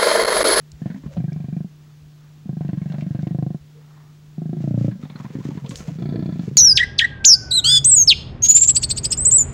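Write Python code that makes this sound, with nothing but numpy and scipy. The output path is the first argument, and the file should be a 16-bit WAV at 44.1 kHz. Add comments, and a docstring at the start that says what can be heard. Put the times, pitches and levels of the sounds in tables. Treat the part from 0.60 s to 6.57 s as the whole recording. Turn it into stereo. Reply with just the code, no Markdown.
"""Dry grass at night: two lions face each other over meat, close to a camera whose motor hums.
A growl is a train of slow slaps of the vocal folds, each ringing the deep throat and letting out
a rasp of air. Soft breath huffs between growls. As the lions tug, the growling breaks into ragged
grunts and wet slurps over a low rasp; paws thud, grass rustles, stalks snap. A snarl ends it."""
import sys
import numpy as np
from scipy import signal
from scipy.fft import rfft, irfft, next_fast_len
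from scipy.io import wavfile

SR = 44100
rng = np.random.default_rng(int(sys.argv[2]) if len(sys.argv) > 2 else 0)


def inscribe(sig):
    """Save sig as 16-bit PCM at rate SR to the path in sys.argv[1].

    A 1-D sig is mono; a 2-D sig holds one channel per row.
    Samples are clipped to [-1, 1] before scaling.
    """
    pcm = np.round(np.clip(np.atleast_2d(sig).T, -1, 1) * 32767)
    wavfile.write(sys.argv[1], SR, pcm.astype(np.int16))


N = 263277
TIME_S = np.arange(N) / SR
PULSE_SIZE = 4096
PULSE_S = np.arange(PULSE_SIZE) / SR
PULSE_HZ = np.maximum(np.arange(PULSE_SIZE // 2 + 1) * SR / PULSE_SIZE, 1)


def from_db(db):
    """Decibels to gain."""
    return 10 ** (np.asarray(db) / 20)


def unit_pulse(x):
    """Scale a pulse to the energy of 40 ms at rms 1."""
    return x / np.sqrt(np.sum(x ** 2) / (.04 * SR) + 1e-20)


def spectrum_db(points, hz=PULSE_HZ):
    """Interpolate (f/Hz, level/dB) points over log frequency."""
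    points_hz, points_db = np.transpose(points)
    return np.interp(np.log(hz), np.log(points_hz), points_db)


def add(out, t_s, sound):
    """Mix a sound in from t_s."""
    start = int(np.clip(t_s * SR, 0, N))
    out[start:start + len(sound)] += sound[:N - start]


def drift(rate_hz):
    """Random curve through rate_hz Gaussian knots a second."""
    knots = rng.standard_normal(N // 20)
    return np.interp(TIME_S * rate_hz, np.arange(len(knots)), knots)


def bump(centre_s, length_s):
    """Gaussian envelope, length_s wide at 1/e."""
    return np.exp(-np.minimum((2 * (TIME_S - centre_s) / length_s) ** 2, 50))


def decay(t60_s):
    """Pulse envelope, 60 dB down at t60_s."""
    return from_db(-60 * PULSE_S / t60_s)


def butter(x, order, hz, kind="low"):
    """Butterworth filter."""
    return signal.sosfilt(signal.butter(order, hz, kind, fs=SR, output="sos"), x)


def resonate(x, hz, width_hz):
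    """Two identical band-pass resonators in series."""
    radius = np.exp(-np.pi * width_hz / SR)
    b, a = [1, 0, -1], [1, -2 * radius * np.cos(2 * np.pi * hz / SR), radius ** 2]
    return signal.lfilter(b, a, signal.lfilter(b, a, x))


def ringing(spectrum, resonances, shelf_db=0):
    """Minimum-phase response of a cavity: base spectrum plus (f/Hz, width/Hz, lift/dB) resonances."""
    gain_db = spectrum_db(spectrum) + shelf_db
    for hz, width_hz, lift_db in resonances:
        peak = 1 / (1 + (2 * (PULSE_HZ - hz) / width_hz) ** 2)
        gain_db += 10 * np.log10(1 + (from_db(lift_db) ** 2 - 1) * peak)
    cepstrum = irfft(np.log(from_db(gain_db)))
    cepstrum[1:PULSE_SIZE // 2] *= 2
    cepstrum[PULSE_SIZE // 2 + 1:] = 0
    return irfft(np.exp(rfft(cepstrum)))


def swell(centre_s, length_s, level_db, hz, width_hz):
    """Resonant noise that rises and fades."""
    envelope = bump(centre_s, length_s)
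    sound = envelope * resonate(rng.standard_normal(N), hz, width_hz)
    return from_db(level_db) * sound * np.sqrt(np.sum(envelope ** 2) / np.sum(sound ** 2))


# Likeness of the two ears: f/Hz, correlation
EAR_CORRELATION = [(25, 0.77), (70, 0.26), (200, 0.95), (500, 0.7), (1200, 0.72), (2000, 0.91), (3000, 1),
                   (16000, 1)]


def stereo_noise(spectrum, white=None):
    """Colour two white signals (default Gaussian) and mix them as mid and side; rms 1."""
    if white is None:
        white = rng.standard_normal((2, N))
    size = next_fast_len(N + PULSE_SIZE)
    hz = np.maximum(np.arange(size // 2 + 1) * SR / size, 1)
    mid, side = rfft(white, size) * from_db(spectrum_db(spectrum, hz))
    correlation = spectrum_db(EAR_CORRELATION, hz)
    ears = np.sqrt(1 + correlation) * mid + np.sqrt(1 - correlation) * side * [[1], [-1]]
    noise = irfft(ears, size)[:, :N]
    return noise / np.sqrt(np.mean(noise ** 2))


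# Camera motor and electronics: f/Hz, level/dB
HUM_TONES = [(150, -45.2), (3600, -84), (15650, -83)]
# Noise of night and camera: f/Hz, density/dB
HISS_SPECTRUM = [(60, 12), (125, 26), (200, 19), (350, 14.5), (550, 6), (1200, 4), (2200, 1), (3500, 1),
                 (7000, -3), (8100, -7.5), (8800, -11), (16000, -10)]
RUMBLE_SPECTRUM = [(12, -19.5), (25, -4), (55, -3), (80, 0), (115, 0), (170, -19), (400, -71), (1000, -120)]


def background(hiss_db=-54.5, rumble_db=-63, waver_db=6.5):
    """Motor hum, steady hiss and a wavering rumble."""
    hum = sum(from_db(db) * np.sqrt(2) * np.sin(2 * np.pi * (hz * TIME_S + rng.random()))
              for hz, db in HUM_TONES)
    hiss = from_db(hiss_db) * stereo_noise(HISS_SPECTRUM)
    rumble = from_db(rumble_db + waver_db * np.tanh(drift(9))) * stereo_noise(RUMBLE_SPECTRUM)
    return hum + hiss + rumble


# Breaking stalks: t/s, level/dB, f/Hz, t60/s
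STALK_SNAPS = [(0.1175, -33, 5400, 0.01), (0.73, -41, 4250, 0.016), (2.081, -43, 2400, 0.017),
               (2.323, -41.5, 2960, 0.022), (2.408, -35.5, 2150, 0.076), (2.6235, -40, 3000, 0.028),
               (2.6729, -40, 2530, .022), (5.061, -36, 2700, 0.072), (5.093, -27.5, 7200, 0.023),
               (5.108, -31.5, 2680, 0.076), (5.1574, -19.5, 5200, 0.0076), (5.175, -31, 6170, 0.011),
               (5.4236, -37.5, 3480, 0.011)]


def snaps(relative_width=0.87):
    """Each breaking stalk gives a short burst around its own pitch."""
    out = np.zeros(N)
    for t_s, level_db, hz, t60_s in STALK_SNAPS:
        burst = rng.standard_normal(PULSE_SIZE) * decay(t60_s)
        crack = resonate(burst, hz, relative_width * hz)
        add(out, t_s, from_db(level_db) * crack / np.abs(crack).max())
    return butter(out, 8, hz=8660)


# Paws set down: centre t/s, length/s, level/dB
PAW_THUDS = [(0.15, 0.047, -40), (0.461, 0.043, -37.5), (0.552, 0.05, -41), (1.447, 0.067, -49.5),
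             (3.024, 0.032, -46), (3.68, 0.12, -54.5), (5.203, 0.12, -41)]


def thuds(ground_hz=62, width_hz=48):
    """Heavy paws thud softly on the earth."""
    return sum(swell(*row, ground_hz, width_hz) for row in PAW_THUDS)


# Paws shifting: centre t/s, length/s, level/dB
PAW_SHUFFLES = [(0.328, 0.34, -60), (0.535, 0.11, -56.5), (2.374, 0.48, -59.5), (2.625, .16, -63),
                (4.065, 0.19, -54.5), (4.238, 0.19, -56), (4.462, 0.14, -57.5), (4.604, 0.14, -54.5),
                (4.847, 0.31, -52.5), (5.21, 0.38, -50.5), (5.872, 0.51, -57)]
# Rubbing blades: f/Hz, density/dB
GRASS_SPECTRUM = [(200, -1.5), (500, 9), (1000, 0.5), (2000, 2.5), (4000, -4.5), (7000, -5), (9000, -21),
                  (16000, -25)]


def rustle(flicker_db=5.0, clicks_per_s=2700):
    """Dry blades rub under the paws in dense, uneven clicks."""
    pressure = np.sqrt(sum((from_db(db) * bump(t_s, length_s)) ** 2
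                           for t_s, length_s, db in PAW_SHUFFLES))
    flicker = from_db(flicker_db * np.tanh(drift(45)))
    sizes = from_db(-0.5 * np.minimum(rng.exponential(1, (2, N)), 4))
    clicks = sizes * rng.standard_normal((2, N)) * (rng.random((2, N)) < clicks_per_s / SR)
    return pressure * flicker * stereo_noise(GRASS_SPECTRUM, clicks)


# Tuft giving way in two stages: t/s, level/dB
TUFT_STAGES = [(5.087, -43), (5.156, -40)]
# Its hiss: f/Hz, density/dB
TUFT_SPECTRUM = [(1500, -14), (3000, -12), (5000, -3), (6500, 3.5), (8000, -7), (9500, -12), (16000, -24.5)]


def crushed_tuft(attack_s=0.0065, t60_s=0.26):
    """A dry tuft gives way with a sudden hiss and settles."""
    envelope = np.zeros(N)
    for t_s, level_db in TUFT_STAGES:
        age_s = np.maximum(TIME_S - t_s, 0)
        envelope += from_db(level_db - 60 * age_s / t60_s) * (1 - np.exp(-age_s / attack_s))
    return envelope * stereo_noise(TUFT_SPECTRUM)


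# Fold slap before the throat: f/Hz, level/dB
SLAP_SPECTRUM = [(30, -35), (70, -22.5), (110, -14), (150, -10.5), (200, -14), (280, -21.5), (400, -30.5),
                 (560, -37), (750, -42.5), (1000, -57.5), (1300, -61.5), (1900, -65), (3000, -75),
                 (9000, -100)]


def slap(throat, mouth, opening_db, rough, damping, rebound, open_above_hz=260, closing_s=0.00017):
    """The folds close once and the soft throat rings; an open mouth lets out more of the highs."""
    scatter = 0.048 * (.5 + rough)
    resonances = [(hz * (1 + scatter * rng.normal()), width_hz * damping, db + 3 * rough * rng.normal())
                  for hz, width_hz, db in throat]
    shelf_db = opening_db / (1 + (open_above_hz / PULSE_HZ) ** 8)
    ring = ringing(SLAP_SPECTRUM, resonances + mouth, shelf_db)
    pole = np.exp(-1 / (closing_s * SR))
    ring = signal.lfilter([-pole, 1], [1, -pole], ring)   # all-pass: lows lag highs
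    # Loose folds bounce and touch again, softly.
    bounce_s = rng.uniform(0.00848, 0.02092)
    bounce = np.interp(PULSE_S - bounce_s, PULSE_S, butter(ring, 2, hz=300), left=0)
    return unit_pulse(ring + rebound * rough * rng.uniform(0.51, 1.32) * bounce)


def wet_puff(envelope, spit_db, spit_hz=700):
    """Saliva breaks a puff of air into uneven bursts."""
    spit = np.interp(PULSE_S * spit_hz, np.arange(PULSE_SIZE), rng.standard_normal(PULSE_SIZE))
    return unit_pulse(envelope * from_db(spit_db * spit) * rng.standard_normal(PULSE_SIZE))


# Air through the mouth: f/Hz, density/dB
RASP_SPECTRUM = [(300, -4), (600, 12), (900, 6), (1200, -4.5), (2000, -1.5), (2800, -11.5), (4200, -8.5),
                 (6000, -29.5), (9000, -34.5), (16000, -47.5)]


def rasp(mouth, rough, t60_s, leak, leak_t60_s=0.19, attack_s=0.0018, smack_s=0.001164):
    """A puff and a wet smack ring the mouth and a film of saliva; rough folds go on leaking."""
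    envelope = (decay(t60_s) + leak * rough * decay(leak_t60_s)) * (1 - np.exp(-PULSE_S / attack_s))
    smack = unit_pulse(signal.unit_impulse(PULSE_SIZE, int(smack_s * SR)))
    air = wet_puff(envelope, spit_db=2.5) + 0.37 * rng.uniform(0.28, 1.2) * smack
    film_hz = 1392 * 2 ** (1.5 * rng.random())
    film = (film_hz, 90, 15.5 * rng.random())
    resonances = [(hz * (1 + 0.0044 * rng.normal()), width_hz, db) for hz, width_hz, db in mouth]
    cavity = ringing(RASP_SPECTRUM, [film] + resonances)
    return unit_pulse(signal.fftconvolve(air, cavity)[:PULSE_SIZE])


# Mouth resonance, sinking as the jaw closes: t/s, f/Hz
JAW_TRACK = [(.2, 694), (2.0, 723), (2.3, 630), (2.6, 714), (3.99, 700), (4.07, 626), (4.14, 576),
             (4.2, 560), (4.3, 550), (5.4, 697), (5.55, 660), (5.7, 624), (5.8, 700)]


def growl(track, throat, muzzle, mouth, voice_trim_db, rasp_trim_db, rough, tension, damping, rebound,
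          jaw_lift_db, rasp_t60_s, leak, opening_jitter_db, settle_s=0.042, easy_level_db=-25.5):
    """One slap and rasp per fold cycle; the throat resonances sink as the level rises."""
    knots_s, rate_hz, *controls = np.transpose(track)
    grid_s = np.arange(knots_s[0], knots_s[-1] + .01, 1 / SR)
    cycles = np.cumsum(np.interp(grid_s, knots_s, rate_hz)) / SR
    out = np.zeros(N)
    for t_s in np.interp(np.arange(int(cycles[-1]) + 1), cycles, grid_s):
        level_db, opening_db, rasp_db = (np.interp(t_s, knots_s, column) for column in controls)
        # The folds start loose and settle; much air for little voice loosens them again.
        unsettled = 0.64 * np.exp((knots_s[0] - t_s) / settle_s)
        excess_air_db = rasp_db - level_db + 36
        loose = np.clip(rough + unsettled + 0.6 * excess_air_db, 0, 1)
        tuning = tension * np.exp(-0.0339 * (level_db - easy_level_db))
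        tract = [(hz * tuning, width_hz, db) for hz, width_hz, db in throat]
        jaw_hz = np.interp(t_s, *np.transpose(JAW_TRACK)) * (1 + 0.012 * rng.normal())
        opening_db += opening_jitter_db * rng.normal()
        ring = slap(tract, muzzle + [(jaw_hz, 48, jaw_lift_db)], opening_db, loose, damping, rebound)
        voice = from_db(level_db + voice_trim_db) * ring
        air = from_db(rasp_db + rasp_trim_db) * rasp(mouth, loose, rasp_t60_s, leak)
        shimmer = from_db(0.24 * rng.normal())
        add(out, t_s, shimmer * (voice + air))
    return out


# One track per held growl: t/s, slap rate/Hz, level/dB, mouth opening/dB, rasp/dB
HELD_TRACKS = [
    [(.2175, 25.6, -27.5, 5, -60), (.2565, 23.7, -25, 8.5, -55), (.2995, 23.1, -30, 4, -54),
     (.343, 22.8, -32, 2, -56)],
    [(.5675, 30.5, -27, 2, -58), (.6035, 26.7, -28, 0, -58), (.6405, 25.6, -24, 2, -58),
     (.719, 24.8, -28, 0, -57), (.8835, 23.8, -29, 0, -63), (.9655, 25.5, -24.3, 6, -60),
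     (1.0455, 24.94, -30.5, 2.5, -73)],
    [(1.8565, 27.8, -35, -2, -74), (1.8925, 27.7, -25.5, 7, -64), (1.9295, 25.9, -29.5, 0, -71),
     (2.0105, 25.04, -25.5, 7, -58), (2.1735, 23.44, -25, -1.5, -56), (2.3825, 24.5, -27, 4, -56),
     (2.5075, 23.7, -24.5, 0, -58), (2.6695, 25.44, -25, 4.5, -59), (2.8255, 25.81, -22.3, 9.5, -60),
     (2.9445, 24, -28, 7.5, -69)],
]
# Resonances, jaws nearly shut, one lip set per growl: f/Hz, width/Hz, lift/dB
HELD_THROAT = [(87, 40, -1), (149.6, 29.6, 15.5), (205, 47, 8), (346, 30, 7.5), (464, 66, -1.5),
               (560, 21, 6.5)]
HELD_MUZZLE = [(1054, 28, 19.5), (1550, 76, 5)]
GROWL_MOUTH = [(740, 54, 5), (1068, 38, 10), (1603, 76, 13.5), (1870, 51, 9), (3700, 680, 2.5)]
HELD_LIPS = [
    [(1760, 110, 12), (2200, 100, 10)],
    [(2375, 65, 15.5), (1070, 40, 1.5)],
    [(2190, 28, 7), (2720, 180, 7.5)],
]


def held_growls():
    """Three sustained growls; the lips colour the rasp of each."""
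    return sum(growl(track, HELD_THROAT, HELD_MUZZLE, GROWL_MOUTH + lips,
                     voice_trim_db=0.5, rasp_trim_db=2, rough=0.31, tension=0.97, damping=0.97,
                     rebound=0.41, jaw_lift_db=13, rasp_t60_s=0.018, leak=0.25, opening_jitter_db=0.4)
               for track, lips in zip(HELD_TRACKS, HELD_LIPS))


# Air catching with a dry rattle: t/s, level/dB, lower f/Hz, upper f/Hz
AIR_CATCHES = [(.2565, -50.5, 700, 1660), (.301, -51.5, 1490, 1920), (.357, -57.5, 990, 2130),
               (.433, -59, 1060, 1650), (.46, -55.5, 1040, 1640), (.5675, -48.5, 720, 3040),
               (2.01, -53, 740, 1580), (2.09, -56.5, 1580, 2700), (2.318, -49, 880, 1570),
               (2.341, -48.5, 830, 1520), (4.142, -55, 800, 930), (4.244, -60, 795, 1330),
               (2.382, -50.5, 700, 1790), (2.547, -54, 1610, 2700), (2.589, -55.5, 1510, 1700),
               (2.669, -56, 720, 2220), (4.311, -55.5, 1750, 2140), (4.427, -52, 1270, 3580),
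               (4.448, -52, 785, 3600), (4.497, -50.5, 2150, 3770), (4.556, -48.5, 1360, 4230),
               (4.599, -48, 1060, 1380), (4.646, -48, 970, 2020), (4.702, -56, 900, 2220),
               (4.751, -52.5, 930, 1830), (4.805, -64, 940, 1330), (4.851, -52.5, 1290, 1820),
               (4.903, -51.5, 945, 3130), (4.972, -49, 970, 1680), (5.043, -51.5, 930, 3400),
               (5.108, -48.5, 1080, 1640), (5.202, -48.5, 1060, 1350), (5.281, -47, 710, 950),
               (5.421, -53.5, 1325, 3450), (5.558, -51.5, 1580, 1960), (5.792, -56.5, 735, 3370)]
# The burst before the mouth: f/Hz, density/dB
CATCH_SPECTRUM = [(250, -24), (550, 10.5), (900, 1), (1400, -2.5), (2200, -3.5), (3000, -10.5), (4300, -9),
                  (5500, -35), (9000, -31.5), (16000, -47.5)]


def catches(attack_s=0.0014, t60_s=0.081, relative_width=0.1, lower_db=12, upper_db=10):
    """Air bursts through and rings two resonances of the open mouth."""
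    out = np.zeros(N)
    envelope = decay(t60_s) * (1 - np.exp(-PULSE_S / attack_s))
    for t_s, level_db, lower_hz, upper_hz in AIR_CATCHES:
        mouth = [(lower_hz, relative_width * lower_hz, lower_db),
                 (upper_hz, relative_width * upper_hz, upper_db)]
        burst = signal.fftconvolve(wet_puff(envelope, spit_db=3), ringing(CATCH_SPECTRUM, mouth))
        add(out, t_s, from_db(level_db) * unit_pulse(burst))
    return out


# Air drawn in or squeezed out: centre t/s, length/s, level/dB, f/Hz
THROAT_WHINES = [(0.382, 0.036, -38, 248), (0.533, 0.079, -48.5, 570), (0.572, 0.011, -33.5, 592),
                 (3.186, 0.066, -53.5, 452), (4.747, 0.021, -45.5, 400), (5.066, 0.046, -45, 483),
                 (5.143, 0.051, -44, 496), (5.277, 0.06, -46.5, 470), (5.305, 0.026, -38, 281),
                 (5.41, 0.019, -41, 435), (5.546, 0.012, -30, 444), (5.588, 0.013, -37, 435),
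                 (5.881, 0.011, -29, 385)]


def whines(relative_width=0.1, airy_above_hz=700):
    """Air whines through the throat; the higher, the broader and airier."""
    return sum(swell(t_s, length_s, db, hz, relative_width * hz * (1 + (hz / airy_above_hz) ** 2))
               for t_s, length_s, db, hz in THROAT_WHINES)


# Ragged grunts: t/s, level/dB, mouth opening/dB, throat f/Hz
GRUNT_SLAPS = [(.438, -38, 5.5, 286), (.46, -29, 3.5, 203), (.578, -22.5, -2, 165), (4.434, -31, -0.5, 250),
               (4.5, -38.5, 3, 200), (4.554, -36, 5, 220), (4.6, -33.5, -3, 234), (4.646, -31.5, 1.5, 220),
               (4.703, -37.5, 9.5, 209), (4.752, -27, 8, 255), (4.786, -31.5, 6, 278), (4.802, -32, 4, 215),
               (4.852, -26, 6.5, 256), (4.888, -29, 6.5, 288), (4.915, -31, 3, 210),
               (4.952, -32.5, -2.5, 290), (4.973, -31, 7, 205), (5.02, -32, -2, 149), (5.043, -32, 0, 215),
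               (5.093, -31.5, 0.5, 205), (5.117, -33.5, -1, 275), (5.204, -35, 8, 193),
               (5.28, -26.5, 0, 173), (5.315, -31, -5, 161), (5.355, -33, -1, 159), (5.876, -25.5, 3, 173),
               (5.913, -28.5, 10.5, 155), (5.956, -33.5, 7, 190)]
# Throat resonances common to all grunts: f/Hz, width/Hz, lift/dB
GRUNT_THROAT = [(113, 22, 1.5), (142.3, 30, 6), (399, 57, 6), (537, 23, 8.5), (700, 480, -20)]


def grunts(width_hz=55, lift_db=11):
    """A grunt is one loose slap; the pulling jaws reshape the throat for each."""
    out = np.zeros(N)
    for t_s, level_db, opening_db, hz in GRUNT_SLAPS:
        voice = slap(GRUNT_THROAT, [(hz, width_hz, lift_db)], opening_db,
                     rough=0.57, damping=0.66, rebound=1.0)
        add(out, t_s, from_db(level_db) * voice)
    return butter(out, 2, hz=80, kind="high")


# Swells of breath: centre t/s, length/s, level/dB
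BREATH_SWELLS = [(1.26, 0.22, -67), (1.65, 0.14, -64.5), (3.195, 0.14, -68), (3.39, 0.25, -58.5),
                 (4.607, 0.27, -57.5), (4.946, .35, -58.5)]
# Breath noise: f/Hz, density/dB
BREATH_SPECTRUM = [(200, -16), (550, -7.5), (850, -2), (1250, 1.5), (1550, -8), (1850, -4), (2400, -19),
                   (8000, -32)]


def breath(flutter_hz=30, flutter_db=3.0):
    """Soft fluttering breath: huffs between growls and a continuous low rasp under the grunts."""
    flow = sum(from_db(db) * bump(t_s, length_s) for t_s, length_s, db in BREATH_SWELLS)
    flutter = from_db(flutter_db * np.sin(2 * np.pi * flutter_hz * TIME_S + drift(12)))
    return flow * flutter * stereo_noise(BREATH_SPECTRUM)


# Full-force growl: t/s, slap rate/Hz, level/dB, mouth opening/dB, rasp/dB
FIERCE_TRACK = [(3.7805, 26.4, -27, 1.5, -66), (3.9675, 27.0, -25.5, 6.5, -61), (4.0405, 27.9, -23, 8, -62),
                (4.1095, 30.6, -21, 4.5, -65), (4.1415, 29.6, -19.6, 5.5, -64),
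                (4.2805, 28.0, -19.6, 6.5, -61), (4.3155, 28, -30, 1, -55), (4.3535, 25.5, -38, -4, -70),
                (4.3945, 25, -41, -8, -74)]
# Its resonances: f/Hz, width/Hz, lift/dB
FIERCE_THROAT = [(86, 56, -10.5), (149, 20.8, 15), (190, 80, 7.5), (245, 34, 6.5), (349, 27, 10.5),
                 (800, 24, 3.5)]
FIERCE_MUZZLE = [(1060, 30, 0), (1325, 25, 17.5), (1900, 980, -15)]


def fierce_growl():
    """The folds slap harder and faster up to full force, then the growl collapses."""
    return growl(FIERCE_TRACK, FIERCE_THROAT, FIERCE_MUZZLE, GROWL_MOUTH,
                 voice_trim_db=0, rasp_trim_db=1, rough=0.69, tension=0.99, damping=0.86,
                 rebound=0.4, jaw_lift_db=13.5, rasp_t60_s=0.038, leak=0.35, opening_jitter_db=2.6)


# Lips parting: t/s, length/s, level/dB, start f/Hz, end f/Hz
LIP_SLURPS = [(4.594, 0.026, -55, 996, 1100), (4.638, 0.03, -49.5, 800, 1102),
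              (4.796, 0.025, -53, 850, 1060), (4.895, 0.03, -51.5, 800, 1020),
              (5.033, 0.051, -53, 586, 1340)]


def slurps(width_hz=130):
    """Wet lips part on the meat: a narrow noise band sweeps upward."""
    out = np.zeros(N)
    for t_s, length_s, level_db, start_hz, end_hz in LIP_SLURPS:
        progress = np.clip(PULSE_S / length_s, 0, 1)
        phase = 2 * np.pi * np.cumsum(start_hz + (end_hz - start_hz) * progress) / SR
        band = sum(np.interp(PULSE_S * width_hz, np.arange(64), rng.standard_normal(64)) * carrier
                   for carrier in (np.sin(phase), np.cos(phase)))
        add(out, t_s, from_db(level_db) * unit_pulse(np.sin(np.pi * progress) * band))
    return out


# Closing snarl: t/s, slap rate/Hz, level/dB, mouth opening/dB, rasp/dB
SNARL_TRACK = [(5.3858, 28, -28.5, -1.5, -57.5), (5.4218, 28.8, -25.3, 5, -53), (5.6398, 30.2, -25, 6, -54),
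               (5.7198, 30.6, -25.5, 3, -54.5), (5.7578, 28.85, -28, -5, -60.5), (5.7928, 27, -24, 0, -55),
               (5.8288, 22.5, -31.5, -7, -62)]
# Its resonances: f/Hz, width/Hz, lift/dB
SNARL_THROAT = [(145, 32, 10.5), (225, 53, 9), (328, 41, 10), (405, 67, 4), (570, 79, -7)]
SNARL_MUZZLE = [(955, 50, 4.5), (1325, 55, 8.3), (1780, 140, 5.1), (3450, 200, 14), (4400, 300, 12)]
SNARL_MOUTH = [(1006, 24, 11), (1325, 42, 15.7), (1720, 89, 10.8), (2400, 78, 9), (3450, 87, 14.5),
               (4520, 370, 13.4)]


def snarl():
    """A growl with more air and bright mouth resonances."""
    return growl(SNARL_TRACK, SNARL_THROAT, SNARL_MUZZLE, SNARL_MOUTH,
                 voice_trim_db=0.26, rasp_trim_db=3, rough=0.25, tension=1.0, damping=0.91,
                 rebound=0.68, jaw_lift_db=14.5, rasp_t60_s=0.019, leak=0.33, opening_jitter_db=0.8)


def surroundings(x, echo_db=-15, t60_s=0.18):
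    """Ground and bushes scatter some of the highs back, differently to each ear."""
    scatter = rng.standard_normal((2, PULSE_SIZE)) * decay(t60_s)
    scatter /= np.sqrt(np.sum(scatter ** 2, axis=1, keepdims=True))
    highs = butter(x, 1, hz=700, kind="high")
    return x + from_db(echo_db) * signal.fftconvolve(highs[None], scatter, axes=1)[:, :N]


def scene():
    """The lions stand in the grass, almost straight ahead."""
    voices = held_growls() + fierce_growl() + snarl() + grunts() + catches() + whines() + slurps()
    lions = surroundings(voices) + breath() + thuds()
    balance = from_db([[.28], [-.28]])
    return (lions + background()) * balance + snaps() + rustle() + crushed_tuft()


def record(dry, cutoff_hz=15900):
    """Steep elliptic low-pass."""
    return signal.sosfilt(signal.ellip(10, .1, 80, cutoff_hz, fs=SR, output="sos"), dry)


dry = scene()
out = record(dry)
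inscribe(out)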